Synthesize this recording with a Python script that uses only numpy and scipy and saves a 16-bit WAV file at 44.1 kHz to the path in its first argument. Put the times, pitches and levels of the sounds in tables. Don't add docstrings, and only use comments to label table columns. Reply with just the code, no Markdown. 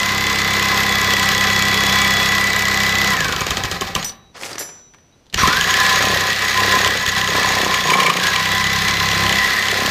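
import sys
import numpy as np
from scipy import signal
from scipy.io import wavfile
from scipy.ndimage import uniform_filter1d, map_coordinates

SR = 44100
rng = np.random.default_rng(int(sys.argv[2]) if len(sys.argv) > 2 else 0)


def persist_wave(psi):
    counts = np.round(np.clip(psi, -1, 1) * 32767).astype(np.int16)
    wavfile.write(sys.argv[1], SR, np.atleast_2d(counts).T)


def elevation(decibels):
    levels = np.asarray(decibels, float)
    return 10 ** (levels / 20)


N = 436590
TIME = np.arange(N) / SR
STOP_S, START_S, BITE_S = 4.04, 5.335, 5.378
FULL_SPEED = 33.3


def evened(x):
    return x / np.sqrt(np.mean(x ** 2) + 1e-20)


def read(points, hz):
    f, value = np.transpose(points)
    return np.interp(np.log(hz + 1), np.log(f + 1), value)


def curves(tables):
    s, *columns = np.transpose(np.concatenate(tables))
    on = sum((TIME >= rows[0][0]) & (TIME <= rows[-1][0]) for rows in tables)
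    return [np.interp(TIME, s, c) for c in columns] + [uniform_filter1d(on * 1., size=200)]


def colour(x, points):
    hz = abs(np.fft.fftfreq(8192, 1 / SR))
    gain = np.log(elevation(np.maximum(read(points, hz), -90)))
    taps = np.fft.ifft(np.exp(gain - 1j * signal.hilbert(gain).imag)).real[:4096]
    return signal.oaconvolve(x, taps)[:len(x)]


def ring(x, modes):
    out = np.zeros(len(x))
    for hz, width, db in modes:
        r = np.exp(-np.pi * width / SR)
        poles = [1, -2 * r * np.cos(2 * np.pi * hz / SR), r * r]
        out += elevation(db) * (1 - r * r) / 2 * signal.lfilter([1, 0, -1], poles, x)
    return out


def twice(x, modes):
    out = 0
    for hz, width, db in modes:
        mode = [(hz, width, 0)]
        out = out + elevation(db) * ring(ring(x, mode), mode)
    return out


def drift(rate):
    coarse = np.arange(0, N + 16, 16)
    points = rng.standard_normal(round(N * rate / SR) + 3)
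    smooth = map_coordinates(points, [coarse * rate / SR], order=3)
    return np.interp(np.arange(N), coarse, evened(smooth))


def add(mix, s, sound):
    part = mix[round(s * SR):][:len(sound)]
    part += sound[:len(part)]


def typed(events):
    s, db = np.transpose(events)
    clicks = np.zeros(N)
    clicks[(s * SR).astype(int)] = elevation(db)
    return clicks


def bursts(clicks, rise, fall):
    t = np.arange(900) / SR
    shape = 1 / (np.exp((4 * rise - t) / rise) + np.exp((t - 4 * rise) / fall))
    return signal.oaconvolve(clicks, shape)[round(4 * rise * SR):][:N] * rng.standard_normal(N)


def bump(turns, at, depth):
    return np.exp(depth * np.cos(2 * np.pi * (turns - at)))


def spells(rows, edge=0.019):
    out = 0
    for s, length, db in rows:
        inside = np.minimum(TIME - s, s + length - TIME)
        out = out + db * np.clip(inside / edge + .5, 0, 1)
    return out


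# start_s, speed_strokes_per_s
SPEED = [
    [(0, 33.661), (.8, 33.55), (1.15, 32.85), (2.3, 33.0), (3.11, 33.3)],
    [(5.335, 12), (5.405, 26), (5.425, 17.8), (5.5, 22.905), (5.7, 31.825), (6.1, 31.849), (6.4, 33.231),
     (6.8, 32.965), (7.4, 32.365), (8.15, 29.71), (8.5, 32.926), (8.9, 33.657), (9.9, 33.488)],
]


def speed():
    off, top = SPEED[0][-1]
    coasting = (TIME > off) & (TIME < SPEED[1][0][0])
    slowing_s = .63
    return np.where(coasting, top * np.exp((off - TIME) / slowing_s), curves(SPEED)[0]), coasting


def by_cut(first_db, second_db, coast_gain):
    rate, coasting = speed()
    return np.where(TIME < START_S, first_db, second_db) - coast_gain * coasting * 20 * np.log10(rate / FULL_SPEED)


# start_s, peak_db
HARD_STROKES = [(5.6104, 1), (5.7074, -4), (5.7404, -1), (6.0252, -4), (6.1728, -13), (6.302, -9),
                (6.5748, -7), (6.788, -11), (6.8456, -3), (6.9736, -8), (7.0625, -2.5), (7.213, -8),
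                (7.2744, -3), (7.4306, -4), (7.7432, -3), (7.7742, -13), (7.9034, -8), (8.0027, -4),
                (8.0306, -9), (8.0654, -13), (8.098, -18), (8.1702, -14), (8.199, -10), (8.361, -1),
                (8.4557, -12), (8.641, -8), (8.668, -9), (8.788, -11), (8.85, -13), (8.8825, -6),
                (8.9096, -16), (9.0873, -5), (9.1148, -7), (9.2644, -7), (9.2933, -3), (9.3257, -4),
                (9.684, -5), (9.8612, -6)]
# start_s, end_s, turn_done_share
EVEN_STROKES = [
    (0, 3.19, .93),
    (5.5, 9.9, .278),
]


def strokes():
    times = []
    for s, to, start in EVEN_STROKES:
        part = slice(round(s * SR), round(to * SR))
        turns = start + np.cumsum(speed()[0][part]) / SR
        times.append(TIME[part][1:][np.diff(np.floor(turns)) > 0])
    times = np.concatenate(times)
    hard = np.array(HARD_STROKES)[:, 0] + .001
    times[abs(times[:, None] - hard).argmin(axis=0)] = hard
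    return np.sort(times)


# start_s, peak_db
SLOW_STROKES = [(3.206, -7), (3.2455, -9), (3.284, -11), (3.3247, -10), (3.3634, -11), (3.408, -10),
                (3.467, -7), (3.507, -5.5), (3.5706, -9.5), (3.637, -10), (3.654, -14), (3.7142, -8),
                (3.8107, -9.5), (3.874, -24), (3.952, -2.5), (4.028, -17), (5.3442, -7.5), (5.376, -14),
                (5.414, -17), (5.454, -28), (5.4748, -4.5)]
# start_s, rasp_db, shoe_pressure_db
PUSH = [(0, -16.5, -0.5), (.5, -15.5, -0.5), (2.1, -14, -0.5), (2.451, -16, -2), (3.1, -15, 0.5),
        (5.4, -16, 3), (5.6, -18.5, -1.5), (5.85, -15, -5), (6.15, -18.5, 2), (6.4, -20, -7),
        (6.75, -16.5, -2.5), (7.05, -23, -0.5), (7.5, -18, 0), (8.12, -19.5, -1.5), (8.5, -20, 0.5),
        (9.25, -18.5, 2.5), (9.6, -19.5, -5.5), (9.9, -18.5, 0)]
# start_s, length_s, level_db
GRABS = [(6.41, 0.044, 2), (6.49, 0.027, 1), (6.71, .04, 1.5), (6.79, .03, 0.5), (6.86, 0.023, 4.5),
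         (7.075, 0.024, 6), (7.165, .03, 4.5), (7.26, 0.015, 0), (7.35, .05, 1.5), (8.11, 0.097, -3.5),
         (8.23, .06, 3), (8.44, 0.037, 0.5), (8.51, .03, 1.5), (9.22, 0.15, 1)]


def effort(every):
    rasp_db, shoe_db, _ = curves([PUSH])
    off = SPEED[0][-1][0]
    last = (np.searchsorted(every, TIME) - 1).clip(0)
    strength = np.interp(every, *np.transpose(sorted(SLOW_STROKES + [(off, -8), (5.5, -8)]))) + 8
    first = TIME < START_S
    held = np.where(first & (TIME > off), PUSH[4][1], rasp_db)
    unload = -4 * (1 - np.exp(-(TIME - off).clip(0) / 0.091))
    coast = unload + by_cut(0, 0, -0.35) + 0.19 * strength[last]
    fade = 139 * (TIME - every[last] - 0.034).clip(0, .2)
    idle = spells([(START_S - 1, BITE_S - START_S + 1, -13)])
    on = uniform_filter1d(1. * ((TIME < STOP_S) | ~first), size=200)
    level = on * elevation(uniform_filter1d(held + np.where(first, coast - fade, idle), size=100))
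    return on, level * elevation(spells(GRABS, 0.0051)), shoe_db


def biting(turns):
    grain = elevation(1.01 * drift(60) + 1.08 * drift(400))
    bite = grain * bump(turns, 0.031, 0.081) * bump(2 * turns, .05, 0.11)
    return evened(rng.standard_normal(N) * bite)


# pitch_hz, width_hz, level_db
STEEL = [
    [(1736, 150, -3), (1930, 54, -2), (2290, 10.6, 5), (2546, 140, -8), (3360, 21, -34), (6580, 130, -13.5),
     (7460, 160, -15)],
    [(1780, 47, 4.5), (1930, 190, 2.5), (2280, 35, -2), (2544, 560, -5), (3390, 340, -6.5),
     (3876, 33, -4.5), (6550, 50, -22)],
]


def steel(x):
    return np.concatenate([ring(x[:N // 2], STEEL[0]), ring(x[N // 2:], STEEL[1])])


# pitch_hz, level_db (per Hz)
RASP = [(680, -45.5), (1000, -8.5), (1250, -0.5), (1450, -8), (1960, -1.5), (2160, -5), (2750, -11),
        (4020, -5), (6780, -14), (9290, -40), (11900, -28), (13200, -21.5), (15500, -33)]


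def rasp(teeth, level):
    return evened(colour(teeth, RASP) + elevation(-0.5) * steel(teeth)) * level * elevation(-3.0)


def turn_rounds(powered):
    late, strength = rng.standard_normal((2, len(powered)))
    knocks = np.zeros(N)
    knocks[np.clip((powered + .0006 * late) * SR, 0, N - 1).astype(int)] = elevation(1.7 * strength)
    return knocks


def knock_noise(knocks, level):
    rebounds = typed(np.add(SLOW_STROKES, [0.0137, -14.5]))
    slow = elevation(2.0) * (typed(SLOW_STROKES) + rebounds)
    return bursts(knocks * level * elevation(7.5), 0.00037, 0.00097) + bursts(slow, 0.00055, 0.002)


# pitch_hz, level_db (per Hz)
CLACK = [(180, -44), (300, -0.5), (667, -4), (1280, -18), (1870, -13), (3130, 0), (4440, -7), (6620, -2.5),
         (7820, -13), (8360, -26), (14000, -46), (16000, -63)]
# pitch_hz, width_hz, level_db
CLAMP = [(7640, 460, -4.5), (9900, 1600, -20), (12950, 1540, -12.5), (15470, 780, -22)]
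# pitch_hz, width_hz, level_db
HOUSING = [(3135, 670, 2.5), (4320, 730, -8.5), (5540, 730, -12.5), (6730, 630, -3), (7430, 650, -12.5)]


def clack(burst, knocks, level):
    body = elevation(3.5) * colour(burst, CLACK) + elevation(-2.0) * steel(burst)
    slow = typed(SLOW_STROKES)
    rattle = bursts(knocks * level + elevation(-9.0) * slow, 0.0013, .0003)
    hard = typed(np.add(HARD_STROKES, [.001, 0]))
    blows = elevation(23.0) * slow + elevation(22.0) * hard + elevation(27.5) * level * knocks
    return body + elevation(13.5) * ring(rattle, CLAMP) + twice(blows, HOUSING)


# pitch_hz, width_hz, level_db
TUBE = [(1028, 40, 0), (1066, 45, -5), (1182, 35, -11)]
# start_s, length_s, level_db
GRIPS = [(6.27, 0.11, -7), (6.57, .04, 6), (6.63, .1, -3), (6.9, 0.1, -10), (7.33, .14, 2.5), (7.6, .25, 2),
         (8.2, .3, 1.5), (9.45, .38, -2.5)]


def tube(teeth, burst, turns, effort_now, chatter, idle):
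    on, level, shoe_db = effort_now
    scrub = teeth * bump(turns, 0.47, 0.59) * elevation(0.93 * drift(25))
    drive = evened(scrub + 1.16 * burst / (level + 0.0011) * on)
    db = by_cut(-11.5, -7.5, -0.53) + 0.16 * chatter + 0.13 * shoe_db + spells(GRIPS) - 22 * idle
    return evened(twice(drive, TUBE) * bump(turns, 0.41, 0.28)) * elevation(db - 1.6)


# start_s, peak_db
RECOILS = [(3.217, -21), (3.254, -11.5), (3.293, -15), (3.334, -17), (3.416, -7.5), (3.515, -10.5),
           (3.579, -14), (3.648, -12), (3.724, -16.5), (3.819, -8.5), (3.962, -7.5), (3.978, -16.5),
           (5.434, -4.5), (5.457, -14), (5.481, -8)]
# pitch_hz, width_hz, level_db
VISE = [(783, 11, 1)]


def vise(teeth, level):
    drive = teeth * level * elevation(by_cut(-19, -18, .5))
    return elevation(30) * ring(drive + elevation(2) * typed(RECOILS[5:-3]), VISE)


# pitch_hz, width_hz, level_db
SQUEAL = [(6630, 70, 0), (8130, 80, -11), (9750, 60, -15), (10600, 70, -20), (12800, 140, -13),
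          (13400, 100, -16), (15000, 200, -24)]


def squeal(teeth):
    singing_db = spells([(4, 4.35, 13.2)])
    out = 0
    for mode in SQUEAL:
        stick = teeth / (1 + np.exp(-5.0 * (drift(28) - .1)))
        out = out + twice(stick, [mode]) * elevation((singing_db - 9.0) * (mode == SQUEAL[0]))
    return evened(out) * elevation(-20)


# speed_multiple, level_db
ORDERS = [(1, -15), (2, -4), (3, 0), (4, -4), (5, -6), (6, 2.5), (7, -14), (8, -14), (9, -17), (10, -8),
          (14, -12)]
# start_s, length_s, level_db, speed_multiple
LEANS = [(7.8, .45, 8, 6), (7.85, .35, 8, 5), (8.9, .45, 6, 10), (7.9, .35, -12, 2), (7.9, .35, -12, 3),
         (8.35, 1.05, 7, 5), (7.2, .7, 5, 5), (6.9, .3, -5, 6), (9.4, .2, -8, 3), (6.55, .2, 4, 3)]


def bench_orders(turns):
    pace = np.gradient(turns)
    sway_db = 35 * np.log10(uniform_filter1d(pace, size=900) * SR / 33 + .01)
    heavy = np.cumsum(uniform_filter1d(pace, size=SR // 7))
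    waver = by_cut(.8, 1.5, 0)
    dull = by_cut(0, -4, 0)
    out = 0
    for k, db in ORDERS:
        lean_db = spells([row[:3] for row in LEANS if row[3] == k], .05)
        level_db = db + sway_db + lean_db + waver * drift(7) + dull * np.log2(max(k / 3, 1))
        phase = 2 * np.pi * round(k) * heavy + 0.087 * drift(12.0) + 0.64 * k
        out = out + elevation(level_db) * np.cos(phase)
    return out


# pitch_hz, level_db (per Hz)
RUMBLE = [(15, -45), (50, -22), (100, -2), (200, -4), (280, -12), (500, -45)]
# pitch_hz, level_db (per Hz)
SHAKE = [(140, -42), (230, -5), (340, -6), (475, -0.5), (577, -6.5), (776, -2.5), (910, -8.5), (1100, -7),
         (1560, -54), (2640, -108)]


def bench(turns, shoe_db, chatter, idle):
    thump = rng.standard_normal(N) * bump(turns, 0.34, 0.35) * bump(4 * turns, 0.06, 0.17)
    thump = thump * elevation(0.62 * drift(30))
    rumble_db = by_cut(-13.5, -11, 0.78) + shoe_db + 12 * idle
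    rumble = evened(2.07 * evened(bench_orders(turns)) + evened(colour(thump, RUMBLE)))
    shake_db = by_cut(-17, -16, 0.2) + chatter / 2
    shake = evened(colour(thump * bump(turns, 0.6, .08 * chatter), SHAKE))
    return rumble * elevation(rumble_db - 1.0) + shake * elevation(shake_db + 1.5)


# start_s, length_s, mesh_db, slot_tone_db
EASES = [(2.35, 2, 1.5, -9), (3.17, .12, 1.5, 0), (3.3, .3, -2.5, 0), (6.86, .49, 3, 0), (7.4, 1, -5, 0),
         (8.45, 2, 5, 10), (9.75, 1, -6, 0)]


def whine(turns, level):
    rate, coasting = speed()
    freed, hummed = (spells(np.array(EASES)[:, [0, 1, k]]) for k in (2, 3))
    surge = (TIME > START_S) * np.exp(-((TIME - START_S) / 0.4) ** 4)
    sag = -0.5 * ~coasting * (1 - surge) * (rate - FULL_SPEED)
    db = by_cut(-23.5, -30.5, -2.5) + freed + sag + 8.5 * surge
    on = uniform_filter1d(1. * ((TIME < STOP_S) | ~coasting), size=400)
    angle = 2 * np.pi * np.cumsum(60. 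* rate) / SR
    swing = 0.3 * np.sin(2 * np.pi * turns) + 0.2 * drift(30)
    load = evened(bump(turns, 0.063, 0.31) * bump(2 * turns, 0.3, 0.7) * elevation(0.89 * drift(60)))
    load = load * bump(turns, .42, .7 * coasting)
    slots = level * elevation(by_cut(-11.5, -24, -1.5) + hummed + 1.5 * drift(30))
    slots = slots * np.cos(1.714 * angle + .3 * drift(25))
    mesh = np.cos(angle + swing) + elevation(-17.5 + freed) * np.cos(2 * angle + swing)
    return on * (elevation(db + 2.5 + spells([(START_S, .042, -25)])) * load * mesh + slots)


# pitch_hz, t60_s
ROOM = [(100, 0.71), (500, 0.59), (2000, 0.51), (6000, 0.15), (15000, 0.29)]


def room(x):
    size = SR // 2
    taps = np.zeros(size)
    at = np.arange(200, size - 20, 20)
    taps[at + rng.integers(0, 20, len(at))] = rng.choice([-1., 1.], len(at))
    hz, t, z = signal.stft(taps, SR, nperseg=256)
    tail = signal.istft(z * elevation(-60 * t / read(ROOM, hz)[:, None]), SR, nperseg=256)[1]
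    return signal.oaconvolve(x, tail / np.linalg.norm(tail))[:N]


# pitch_hz, level_db (per Hz)
FLOOR = [(12, -34), (20, -4), (148, 0), (1770, -20), (3850, -21), (5380, -26), (6020, -15), (6540, -30),
         (15500, -41)]


def quiet_floor():
    return elevation(-55) * evened(colour(rng.standard_normal(N), FLOOR))


# pitch_hz, width_hz, level_db
RECOIL = [(65.6, 70, 4), (130, 180, -1.5), (480, 230, -16), (1093, 99, 7), (1410, 340, -20),
          (2300, 400, -5)]


def recoil():
    return elevation(10.0) * ring(bursts(typed(RECOILS), 0.0016, 0.0029), RECOIL)


# start_s, level_db, treble_db (against the level)
SCRAPES = [
    [(4.03, -41, -12), (4.09, -48, 17), (4.16, -54, -24)],
    [(4.342, -50, -23), (4.375, -30, -3), (4.42, -34.5, 2), (4.436, -27, -1), (4.46, -31, 5.5),
     (4.576, -36, -6), (4.602, -31, 0), (4.82, -59, -21)],
]
# pitch_hz, level_db (per Hz)
DRAG = [(35, -62), (60, -34), (98, 0), (140, -1), (222, -9.5), (427, 0.5), (503, 1), (593, -1),
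        (2190, -4.5), (2470, -8), (6000, -7), (12100, -20), (16000, -29)]


def scrape():
    drag_db, treble_db, on = curves(SCRAPES)
    grit = evened(colour(rng.standard_normal(N) * elevation(2.6 * drift(300) + 3.6 * drift(50)), DRAG))
    low = signal.sosfilt(signal.butter(2, 6000, fs=SR, output="sos"), grit)
    return on * elevation(drag_db) * (evened(low) + elevation(treble_db - 2.0) * evened(grit - low))


# start_s, peak_db, damped_after_s
CLINKS = [
    (4.045, -15.5, 0.06),
    (4.592, -18, .9),
]
# pitch_hz, level_db, t60_s
PARTS = [
    [(3640, -22, .2), (4242, -16, .2), (5163, -18, .15), (5911, 0.2, .7), (6800, -16, .2), (7845, -16, .3),
     (8590, -9, .2), (10600, -20, .2), (11750, -17, .2), (12135, -12, .15), (12850, -17, .2),
     (13645, -10, .25), (14505, -18, .15)],
    [(4759, -9, .2), (5060, -13, .5), (5350, -16, .3), (5674, -7, .35), (5932, -3, .96), (6228, -11, .24),
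     (7278, -2, .48), (7784, -18, .35), (8457, -8, .16), (9410, -14, .23), (10310, -8, .27),
     (10800, -18, .19), (11180, -13, .21), (11760, -4, .2), (12400, -16, .15), (13330, -6, .14),
     (13880, -12, .36), (14220, -15, .12)],
]
# start_s, peak_db, pitch_hz
TICKS = [(4.045, -9, 5460), (4.5822, -14, 5870), (4.094, -20, 4230), (4.1214, -32, 3890),
         (4.379, -27, 1380), (4.409, -29, 1530), (4.4264, -27, 2210), (4.4335, -14, 2220),
         (4.4595, -21, 1120), (4.5144, -28, 3120), (4.5307, -20, 4960), (4.581, -18, 1230),
         (4.937, -37.5, 1740), (4.945, -34, 1350), (4.9834, -41, 1470), (5.258, -48, 3730),
         (5.266, -41, 3850), (5.299, -38, 4020), (5.327, -25, 3020)]
# start_s, end_s, pitch_hz, level_db
CHIRPS = [
    (4.09, 4.345, 3890, -55),
    (4.81, 4.91, 3870, -61),
    (5.12, 5.155, 3860, -58),
]


def handling():
    out = scrape()
    t = np.arange(SR) / SR
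    for (s, db, held), modes in zip(CLINKS, PARTS):
        tones = sum(elevation(d - 60 * t / t60) * np.sin(2 * np.pi * hz * t) for hz, d, t60 in modes)
        damp = elevation(-900 * (t - held).clip(0, .025))
        contact = rng.standard_normal(SR) * np.exp(-t / 0.0013)
        add(out, s, elevation(db) * (0.36 * tones * damp + 0.28 * contact))
    for s, db, hz in TICKS:
        snap = rng.standard_normal(600) * np.exp(-t[:600] / 0.0046)
        add(out, s, elevation(db) * (0.33 * uniform_filter1d(snap, size=6) + 1.47 * ring(snap, [(hz, 900, 0.3)])))
    for s, to, hz, db in CHIRPS:
        t = np.arange(0, to - s, 1 / SR)
        add(out, s, elevation(db) * np.sin(2 * np.pi * hz * t) * signal.windows.tukey(len(t), .4))
    return out


# start_s, peak_db
TRIGGER = [
    (5.3428, 0),
]
# pitch_hz, width_hz, level_db
TRIGGER_RING = [(3040, 260, 22), (6660, 360, 13)]


def trigger():
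    return ring(typed(TRIGGER), TRIGGER_RING)


# start_s, length_s, pitch_hz, width_hz, level_db
SONGS = [(5.439, .018, 1040, 90, -3), (5.482, 0.034, 1110, 110, -8), (5.7, 1.95, 1727, 28, -13),
         (7.852, 0.28, 1062, 90, -4.5), (5.372, 0.047, 5600, 350, -9.5), (5.58, 0.33, 1736, 130, -11.5),
         (6.0, 0.76, 1890, 90, -10.5), (6.65, 0.3, 1700, 130, -17), (6.65, 0.31, 1870, 90, -11),
         (8.198, 0.12, 1654, 150, -6), (8.81, .5, 4010, 219, -18), (9.384, 0.073, 1930, 70.4, -1),
         (9.484, 0.085, 1720, 110, -10), (9.5, .15, 1885, 80, -8)]


def songs(teeth):
    out = np.zeros(N)
    for s, length, hz, width, db in SONGS:
        part = teeth[round((s - .005) * SR):][:round((length + .02) * SR)]
        sung = evened(twice(part, [(hz, width, 0)]))
        add(out, s - .005, elevation(db) * sung * signal.windows.tukey(len(part), .2))
    return out


# start_s, length_s, level_db
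CHATTER = [(5.98, 0.2, 7), (6.26, 0.032, 9), (6.6, 0.38, 6), (7.28, 0.45, 8), (7.85, 0.35, 8.5),
           (9.12, 0.24, 4.5), (9.72, 0.22, 6)]
# pitch_hz, width_hz, level_db
HAMMER = [(480, 160, 34), (330, 130, 29)]


def hammer(knocks, level, chatter):
    return ring(np.roll(knocks, round(.017 * SR)) * level * (elevation(chatter) - 1), HAMMER)


# start_s, peak_db
BINDS = [(7.742, -8), (7.904, -1.5), (7.937, -2.5), (8.002, -2), (8.035, -8), (8.066, -2), (8.1, -2),
         (8.136, -25), (8.17, -4.5), (8.201, -17), (8.238, -21), (8.267, -9), (8.359, -7)]
# pitch_hz, width_hz, level_db
JERK = [(450, 47, -8), (1174, 100, 3), (2160, 60, 3), (2330, 110, 5.5), (2850, 120, -5), (4200, 400, -29)]


def jerk():
    return elevation(1.5) * elevation(9) * ring(bursts(typed(BINDS), 0.0024, 0.0035), JERK)


def saw():
    powered = strokes()
    every = np.sort(np.concatenate([powered, np.array(SLOW_STROKES)[:, 0]]))
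    stroke_times = np.r_[every[0] - .03, every, every[-1] + .03]
    turns = np.interp(TIME, stroke_times, np.arange(len(every) + 2))
    effort_now = effort(every)
    _, level, shoe_db = effort_now
    chatter = spells(CHATTER)
    idle = spells([(START_S - .1, BITE_S - START_S + .1, 1)])
    teeth = biting(turns)
    knocks = turn_rounds(powered)
    burst = knock_noise(knocks, level)
    body = tube(teeth, burst, turns, effort_now, chatter, idle) + squeal(teeth)
    body = body + bench(turns, shoe_db, chatter, idle) + songs(teeth)
    out = rasp(teeth, level) + clack(burst, knocks, level) + vise(teeth, level)
    out = out + level * body + whine(turns, level)
    return out + recoil() + trigger() + hammer(knocks, level, chatter) + jerk()


def scene():
    near = saw() + handling()
    return (near + elevation(-11.5) * room(near) + quiet_floor())[None]


def low_pass(x):
    return signal.sosfilt(signal.butter(12, 16520, fs=SR, output="sos"), x)


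def record(dry):
    edge = signal.firwin(255, 15450, fs=SR)[None]
    mix = signal.oaconvolve(1.006 * np.tanh(dry / 0.93), edge, "same")
    return low_pass(mix)


dry = scene()
out = record(dry)
persist_wave(out)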